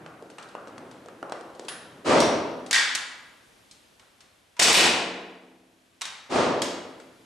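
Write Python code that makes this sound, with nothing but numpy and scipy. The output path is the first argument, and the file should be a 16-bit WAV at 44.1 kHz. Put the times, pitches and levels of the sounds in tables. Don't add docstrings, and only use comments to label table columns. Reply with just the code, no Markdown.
import sys
import numpy as np
from scipy import signal
from scipy.fft import rfft, irfft, next_fast_len
from scipy.io import wavfile
from scipy.ndimage import uniform_filter1d, minimum_filter1d

SR = 44100
rng = np.random.default_rng(int(sys.argv[2]) if len(sys.argv) > 2 else 0)


def store_pcm(level_fs):
    pcm = np.round(np.clip(level_fs, -1, 1) * 32767).astype(np.int16)
    wavfile.write(sys.argv[1], SR, np.atleast_2d(pcm).T)


N = 319725
T = np.arange(2 * SR) / SR

SHOT_S, SPIT_LEAD_S, HISS_DELAY_S, FLIGHT_S = 4.5976, 0.0051, 0.0274, 0.132
SPIT_DB, BLAST_DB, HISS_DB, BALL_DB = 18.5, 27, 2.5, 25
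# [f/Hz, level/dB]
BLAST_SPECTRUM = [(30, -28), (80, -16), (140, -15), (300, -5), (500, -3), (750, -2), (1000, -5.5),
                  (1500, -5), (2400, 1), (3300, 1.5), (4200, -2.5), (5200, 1.5), (7800, -2.5),
                  (10000, -11.5), (14000, -30)]
# [f/Hz, level/dB]
HISS_SPECTRUM = [(300, -33.5), (2500, -15), (4000, -6), (5100, 0), (6500, -4.5), (7800, -3.5),
                 (10000, -12.5), (14000, -26)]
# [f/Hz, t60/s]
HISS_DECAY = [(1000, 1), (3500, 0.69), (6000, 0.55), (9000, .5), (13000, 0.35)]
# [f/Hz, level/dB]
BALL_SPECTRUM = [(200, -28.5), (900, -24.5), (2800, -2), (5000, -5.5), (9000, -6.5), (14000, -25)]


def shot():
    out = np.zeros((2, N))
    gas = pulse(BLAST_SPECTRUM)
    opening = np.minimum(T[:SR // 2] / 0.005, 1)
    spit = coloured(opening * burst(t60_s=0.1, spike=0), gas)
    add(out, SHOT_S - SPIT_LEAD_S, amp(SPIT_DB) * spit)

    blast = heard(gas, burst(t60_s=0.15, spike=0.11), room_db=10.5, tail=vault(build_s=0.042))
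    add(out, SHOT_S, amp(BLAST_DB) * blast)

    hiss = coloured(fading(diffuse(len(T)), HISS_DECAY), pulse(HISS_SPECTRUM))
    add(out, SHOT_S + HISS_DELAY_S, amp(HISS_DB) * hiss)

    impact = burst(t60_s=0.042, spike=0.6)
    ball = heard(pulse(BALL_SPECTRUM), impact, room_db=9.0, tail=vault(build_s=0.0075))
    add(out, SHOT_S + FLIGHT_S, amp(BALL_DB) * ball)
    return out


CATCH_BODY_DB, BODY_LOSS_DB_PER_DB = -6.5, 0.34
CATCH_RATTLE_T60_S, CATCH_RING_T60_S = 0.036, 0.68
# [t/s, level/dB, ring f/Hz, ring level/dB, room/dB]
CATCH_EVENTS = [(2.203, 7.5, 5700, -33, 4.5), (2.71, 8, 5950, -43, 2.5), (2.9503, 6, 6950, -45, -2.5),
                (2.954, 4.5, 8670, -51.5, 0), (4.567, -23, 994, -52, 7), (6.0114, -7, 1053, -50, -2),
                (6.017, 2.5, 3740, -42, 0.5), (6.054, -4.5, 4200, -56, 4), (6.619, 6.5, 4500, -65, 3.5)]


def catches():
    out = np.zeros((2, N))
    for t_s, db, ring_hz, ring_db, room_db in CATCH_EVENTS:
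        body_db = CATCH_BODY_DB - BODY_LOSS_DB_PER_DB * db
        spectrum = [(100, body_db - 16.5), (400, body_db - 10), (1000, body_db + 3.5),
                    (2400, body_db + 5.5), (3800, -0.62), (6000, -0.28),
                    (9000, -6.5), (12000, -20), (14000, -36.5)]
        direct = burst(CATCH_RATTLE_T60_S, spike=0.2)
        snap = heard(pulse(spectrum), direct, room_db, vault(build_s=0.0032))
        add(out, t_s, amp(db) * snap)
        add(out, t_s, amp(ring_db) * steel(ring_hz, CATCH_RING_T60_S))
    return out


SLAM_S, SLAM_DB, SLAM_ROOM_DB, SLAM_T60_S, FRAME_DB = 2.7298, 22, 4.5, 0.07, -21
# [f/Hz, level/dB]
SLAM_SPECTRUM = [(250, -45), (600, -26), (900, -12), (1300, -8), (1850, 0), (2500, -5), (3700, -1.5),
                 (5000, -3), (6500, -5), (9500, -13), (14000, -36.5)]
# [f/Hz, level/dB, t60/s]
FRAME_MODES = [(1584, -6.5, 0.45), (1640, -9, 1), (1860, 2, 0.41), (2083, -9.5, 0.43), (2260, -7.5, 0.9)]


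def slam():
    out = np.zeros((2, N))
    direct = burst(SLAM_T60_S, spike=0.4)
    knock = heard(pulse(SLAM_SPECTRUM), direct, SLAM_ROOM_DB, vault(build_s=0.006))
    add(out, SLAM_S, amp(SLAM_DB) * knock)
    add(out, SLAM_S, amp(FRAME_DB) * ring(FRAME_MODES))
    return out


FIDGET_SPAN_S, FIDGET_COUNT, FIDGET_DB, FIDGET_SCATTER_DB = (0.29, 1.8), 7, -23, 3.5
SPRING_S, SPRING_DB = 1.688, -32
# [t/s, treble level/dB, thud over treble/dB, body over treble/dB]
CONTACTS = [(0.0626, -21.5, 18.5, 19), (0.2246, -25.5, 29, 1.5), (0.384, -15, 5.5, 16),
            (0.4873, -22.5, -5.5, -0.5), (0.5515, -22.5, 29, 24.5), (0.6732, -24, 24.5, 13),
            (0.7807, -17.5, 17, 10.5), (0.9131, -18.5, 6, -2), (1.06, -23.5, 27, -5),
            (1.0856, -23.5, 17, 17), (1.2285, -21, 32.5, 24), (1.297, -18.5, 18, 1.5), (1.3222, -9, 19, 13),
            (1.4107, -20, 21.5, 3.5), (1.5014, -32.5, 33, 14.5), (1.5956, -11, 19.5, -2),
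            (1.6838, -0.5, -7, 3), (2.6635, -12, 0, 0), (3.712, -14, -14.5, -11.5), (3.9955, -22.5, -1, 4),
            (4.2064, -19.5, -12, -1), (7.0, -19.5, -17, 5)]
# [f/Hz, level/dB, t60/s]
SPRING_MODES = [(10420, -10, 0.43), (10690, -9, 0.49)]


def handling():
    out = np.zeros((2, N))
    tails = [vault(build_s=0.0047) for _ in range(4)]
    for k, (t_s, db, thud_db, body_db) in enumerate(CONTACTS):
        add(out, t_s, contact(db, thud_db, body_db, tails[k % len(tails)]))
    for k in range(FIDGET_COUNT):
        t_s = rng.uniform(*FIDGET_SPAN_S)
        db = FIDGET_DB + FIDGET_SCATTER_DB * rng.standard_normal()
        add(out, t_s, contact(db, thud_db=2, body_db=2.5, tail=tails[k % len(tails)]))
    add(out, SPRING_S, amp(SPRING_DB) * ring(SPRING_MODES))
    return out


HEAVY_THUD_DB = 20.5
CLICK_T60_S, CLICK_SPIKE, CLICK_ROOM_DB = (0.05, 0.017), (0.3, 1), (2, -2)


def contact(db, thud_db, body_db, tail):
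    spectrum = [(50, thud_db - 31.5), (170, thud_db - 15), (520, thud_db), (1400, body_db),
                (2100, body_db / 2 - 4.5), (2700, body_db / 2 - 2.5),
                (4000, -1.6), (9000, -6.5), (14000, -39.5)]
    weight = [0, HEAVY_THUD_DB]
    t60_s = np.interp(thud_db, weight, CLICK_T60_S)
    spike = np.interp(thud_db, weight, CLICK_SPIKE)
    room_db = np.interp(thud_db, weight, CLICK_ROOM_DB)
    return amp(db) * heard(pulse(spectrum), burst(t60_s, spike), room_db, tail)


# [t/s, level/dB, swell/s]
BOOM_EVENTS = [(2.043, -8, 0.086), (6.292, -11.5, 0.089)]
# [f/Hz, level/dB]
BOOM_SPECTRUM = [(18, -68.5), (30, -32.5), (138, -10), (202, -10), (235, -0.5), (362, -0.5), (571, 1),
                 (858, -6), (974, -3.5), (1050, -7), (1190, -6), (1500, -13), (5480, -21), (9340, -27.5),
                 (13000, -56.5)]
# [f/Hz, side minus mid/dB]
BOOM_SIDE = [(40, -10), (80, -18), (160, -15.5), (300, -14), (600, -10), (1300, -5.5), (2500, -5),
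             (5000, -5.5), (9000, -12), (13000, -14)]
# [f/Hz, t60/s]
BOOM_DECAY = [(100, 1.19), (260, 1.185), (700, 1.136), (1800, 1.02), (5000, 0.8), (11000, 0.47)]
# [delay/s, peak over boom level/dB]
WALL_SLAPS = [(0.068, -2), (.092, -4), (.095, -0.5), (0.141, -0.5)]
# [f/Hz, level/dB]
SLAP_SPECTRUM = [(30, -36), (140, -10), (240, -1.5), (570, 1.5), (1200, -5), (1600, -12.5), (5500, -31.5),
                 (9300, -41.5), (13000, -69.5)]


def booms():
    out = np.zeros((2, N))
    modes = [(hz, db + along(BOOM_SPECTRUM, hz), t60_s) for hz, db, t60_s in ARCH_MODES]
    for t_s, db, swell_s in BOOM_EVENTS:
        echoes = fading(diffuse(len(T), BOOM_SPECTRUM, BOOM_SIDE), BOOM_DECAY)
        roar = echoes + amp(3.5) * ring(modes)
        swell = 1 - np.exp(-(T / swell_s) ** 1.37)
        add(out, t_s, amp(db) * roar * swell)
        for delay_s, slap_db in WALL_SLAPS:
            slap = pulse(SLAP_SPECTRUM)
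            add(out, t_s + delay_s, amp(db + slap_db) * slap / np.abs(slap).max())
    return out


SHUFFLE_FADE_DB_PER_S = 57
# [t/s, level/dB]
SHUFFLE_LEVEL = [(0.0, -45), (0.38, -55), (0.82, -46.5), (1.19, -53.5), (1.39, -57.5), (2.03, -50.5)]
# [f/Hz, level/dB]
SHUFFLE_SPECTRUM = [(30, -36.5), (70, -18), (120, -5.5), (280, 2), (500, -3.5), (900, -9.5), (1600, -13.5),
                    (2400, -21.5), (4000, -34), (9000, -50.5)]


def shuffling():
    t = np.arange(N) / SR
    fade_db = -SHUFFLE_FADE_DB_PER_S * np.maximum(t - SHUFFLE_LEVEL[-1][0], 0)
    return amp(curve(SHUFFLE_LEVEL) + fade_db) * diffuse(N, SHUFFLE_SPECTRUM)


# [t/s, level/dB]
AIR_LEVEL = [(0, -61.5), (3.5, -58), (4.4, -62), (5.6, -64.5), (7.25, -59)]
# [f/Hz, level/dB]
AIR_SPECTRUM = [(15, -46.5), (25, -15.5), (113, -4.5), (155, -6), (192, -6), (225, -3.5), (257, -5.5),
                (569, -8.5), (802, -10.5), (1330, -13), (3440, -13), (4730, -17), (11900, -22),
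                (14000, -45.5)]
# [f/Hz, side minus mid/dB]
AIR_SIDE = [(40, -14.5), (250, -8), (700, 0.5), (2000, -2), (5000, -8), (9000, -9.2), (13000, -14)]


def air():
    return amp(curve(AIR_LEVEL)) * diffuse(N, AIR_SPECTRUM, AIR_SIDE)


# [f/Hz, level/dB]
VAULT_SPECTRUM = [(60, 4), (300, 2.5), (1400, 2.5), (3000, 0), (6000, -3), (12000, -2)]
# [f/Hz, t60/s]
VAULT_DECAY = [(100, 0.85), (260, 1.38), (450, 1.22), (700, 1.133), (1800, 0.94), (3200, 0.82),
               (5000, 0.69), (8000, 0.57), (10500, 0.48), (13000, .36)]
# [f/Hz, level/dB, t60/s]
ARCH_MODES = [(184, -20.5, 1.6), (221, -34, 1.6), (258, -24.5, 1.8), (264, -33, 1.7), (316, -31, 1.5),
              (331, -28, 1.8), (458, -35, 1.6), (662, -36, 1.7), (700, -34, 1.6)]


def vault(build_s):
    opposed = ring(ARCH_MODES) * np.array([[1], [-1]])
    standing = ring(ARCH_MODES) + amp(-23.5) * opposed
    tail = fading(diffuse(len(T), VAULT_SPECTRUM), VAULT_DECAY) + standing
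    return amp(-35) * tail * (1 - np.exp(-T / build_s))


def heard(shape, direct, room_db, tail):
    paths = amp(room_db) * tail
    paths[:, :direct.shape[1]] += direct
    return coloured(paths, shape)


def burst(t60_s, spike):
    t = T[:SR // 2]
    rush = diffuse(len(t)) * amp(-60 * t / t60_s)
    rush /= np.linalg.norm(rush.mean(axis=0))
    rush[:, 0] += spike
    return rush / np.linalg.norm(rush.mean(axis=0))


def ring(modes):
    out = np.zeros(len(T))
    for hz, db, t60_s in modes:
        out += amp(db - 60 * T / t60_s) * np.sin(2 * np.pi * (hz * T + rng.random()))
    return out


def steel(hz, t60_s):
    cluster = np.zeros(len(T))
    for _ in range(12):
        mode_hz = hz * (1 + 0.032 * rng.standard_normal())
        cluster += np.sin(2 * np.pi * (mode_hz * T + rng.random()))
    return unit(cluster) * amp(-60 * T / t60_s)


def pulse(spectrum, size=2048):
    hz = np.fft.rfftfreq(size, 1 / SR)
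    noise = rng.standard_normal(len(hz))
    ripple = unit(uniform_filter1d(uniform_filter1d(noise, size=7), size=5))
    depth_db = 2.2 * hz / (hz + 800)
    cepstrum = irfft(np.log(amp(along(spectrum, hz) + depth_db * ripple)))
    cepstrum[1:size // 2] *= 2
    cepstrum[size // 2 + 1:] = 0
    return irfft(np.exp(rfft(cepstrum)))


# [f/Hz, side minus mid/dB]
VAULT_SIDE = [(40, -16), (150, -24), (300, -24), (600, -12.5), (1300, -6.5), (2500, -7), (5000, -7),
              (9000, -9.5), (13000, -23)]


def diffuse(count, spectrum=((1000, 0),), width=VAULT_SIDE):
    m = next_fast_len(count)
    hz = np.fft.rfftfreq(m, 1 / SR)
    mid, side = rfft(rng.standard_normal((2, m))) * amp(along(spectrum, hz))
    side = side * amp(along(width, hz))
    return unit(irfft(np.array([mid + side, mid - side]), m)[:, :count])


def fading(x, t60s):
    hz, t, z = signal.stft(x, SR, nperseg=512)
    decay = amp(-60 * t / along(t60s, hz)[:, None])
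    return signal.istft(z * decay, SR)[1][:, :x.shape[-1]]


def coloured(x, shape):
    return signal.fftconvolve(x, shape[None], axes=1)


def amp(db):
    return 10 ** (np.asarray(db) / 20)


def unit(x):
    return x / np.sqrt(np.mean(x ** 2) + 1e-20)


def along(points, hz):
    f, v = np.transpose(points)
    return np.interp(np.log(hz + 1), np.log(f + 1), v)


def curve(rows):
    return np.interp(np.arange(N) / SR, *np.transpose(rows))


def add(track, t_s, sound):
    start = max(round(t_s * SR), 0)
    part = sound[..., :N - start]
    track[:, start:start + part.shape[-1]] += part


def scene():
    marker = shot() + catches() + slam() + handling()
    surroundings = booms() + shuffling() + air()
    return (marker + surroundings) * amp([[0.3], [-0.3]])


def limiter(x, ceiling_db, hold_s):
    need = np.minimum(1, amp(ceiling_db) / (np.abs(x).max(axis=0) + 1e-9))
    ahead, size = SR // 1000, int(hold_s * SR)
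    held = minimum_filter1d(need, size, origin=(size - 1) // 2 - ahead)
    return x * uniform_filter1d(held, ahead)


TOP_HZ = 14300


def record(dry):
    m = next_fast_len(N + SR // 2)
    keep = np.fft.rfftfreq(m, 1 / SR) < TOP_HZ
    limited = limiter(dry, ceiling_db=-6.0, hold_s=0.013)
    return irfft(rfft(limited, m) * keep, m)[:, :N]


dry = scene()
out = record(dry)
store_pcm(out)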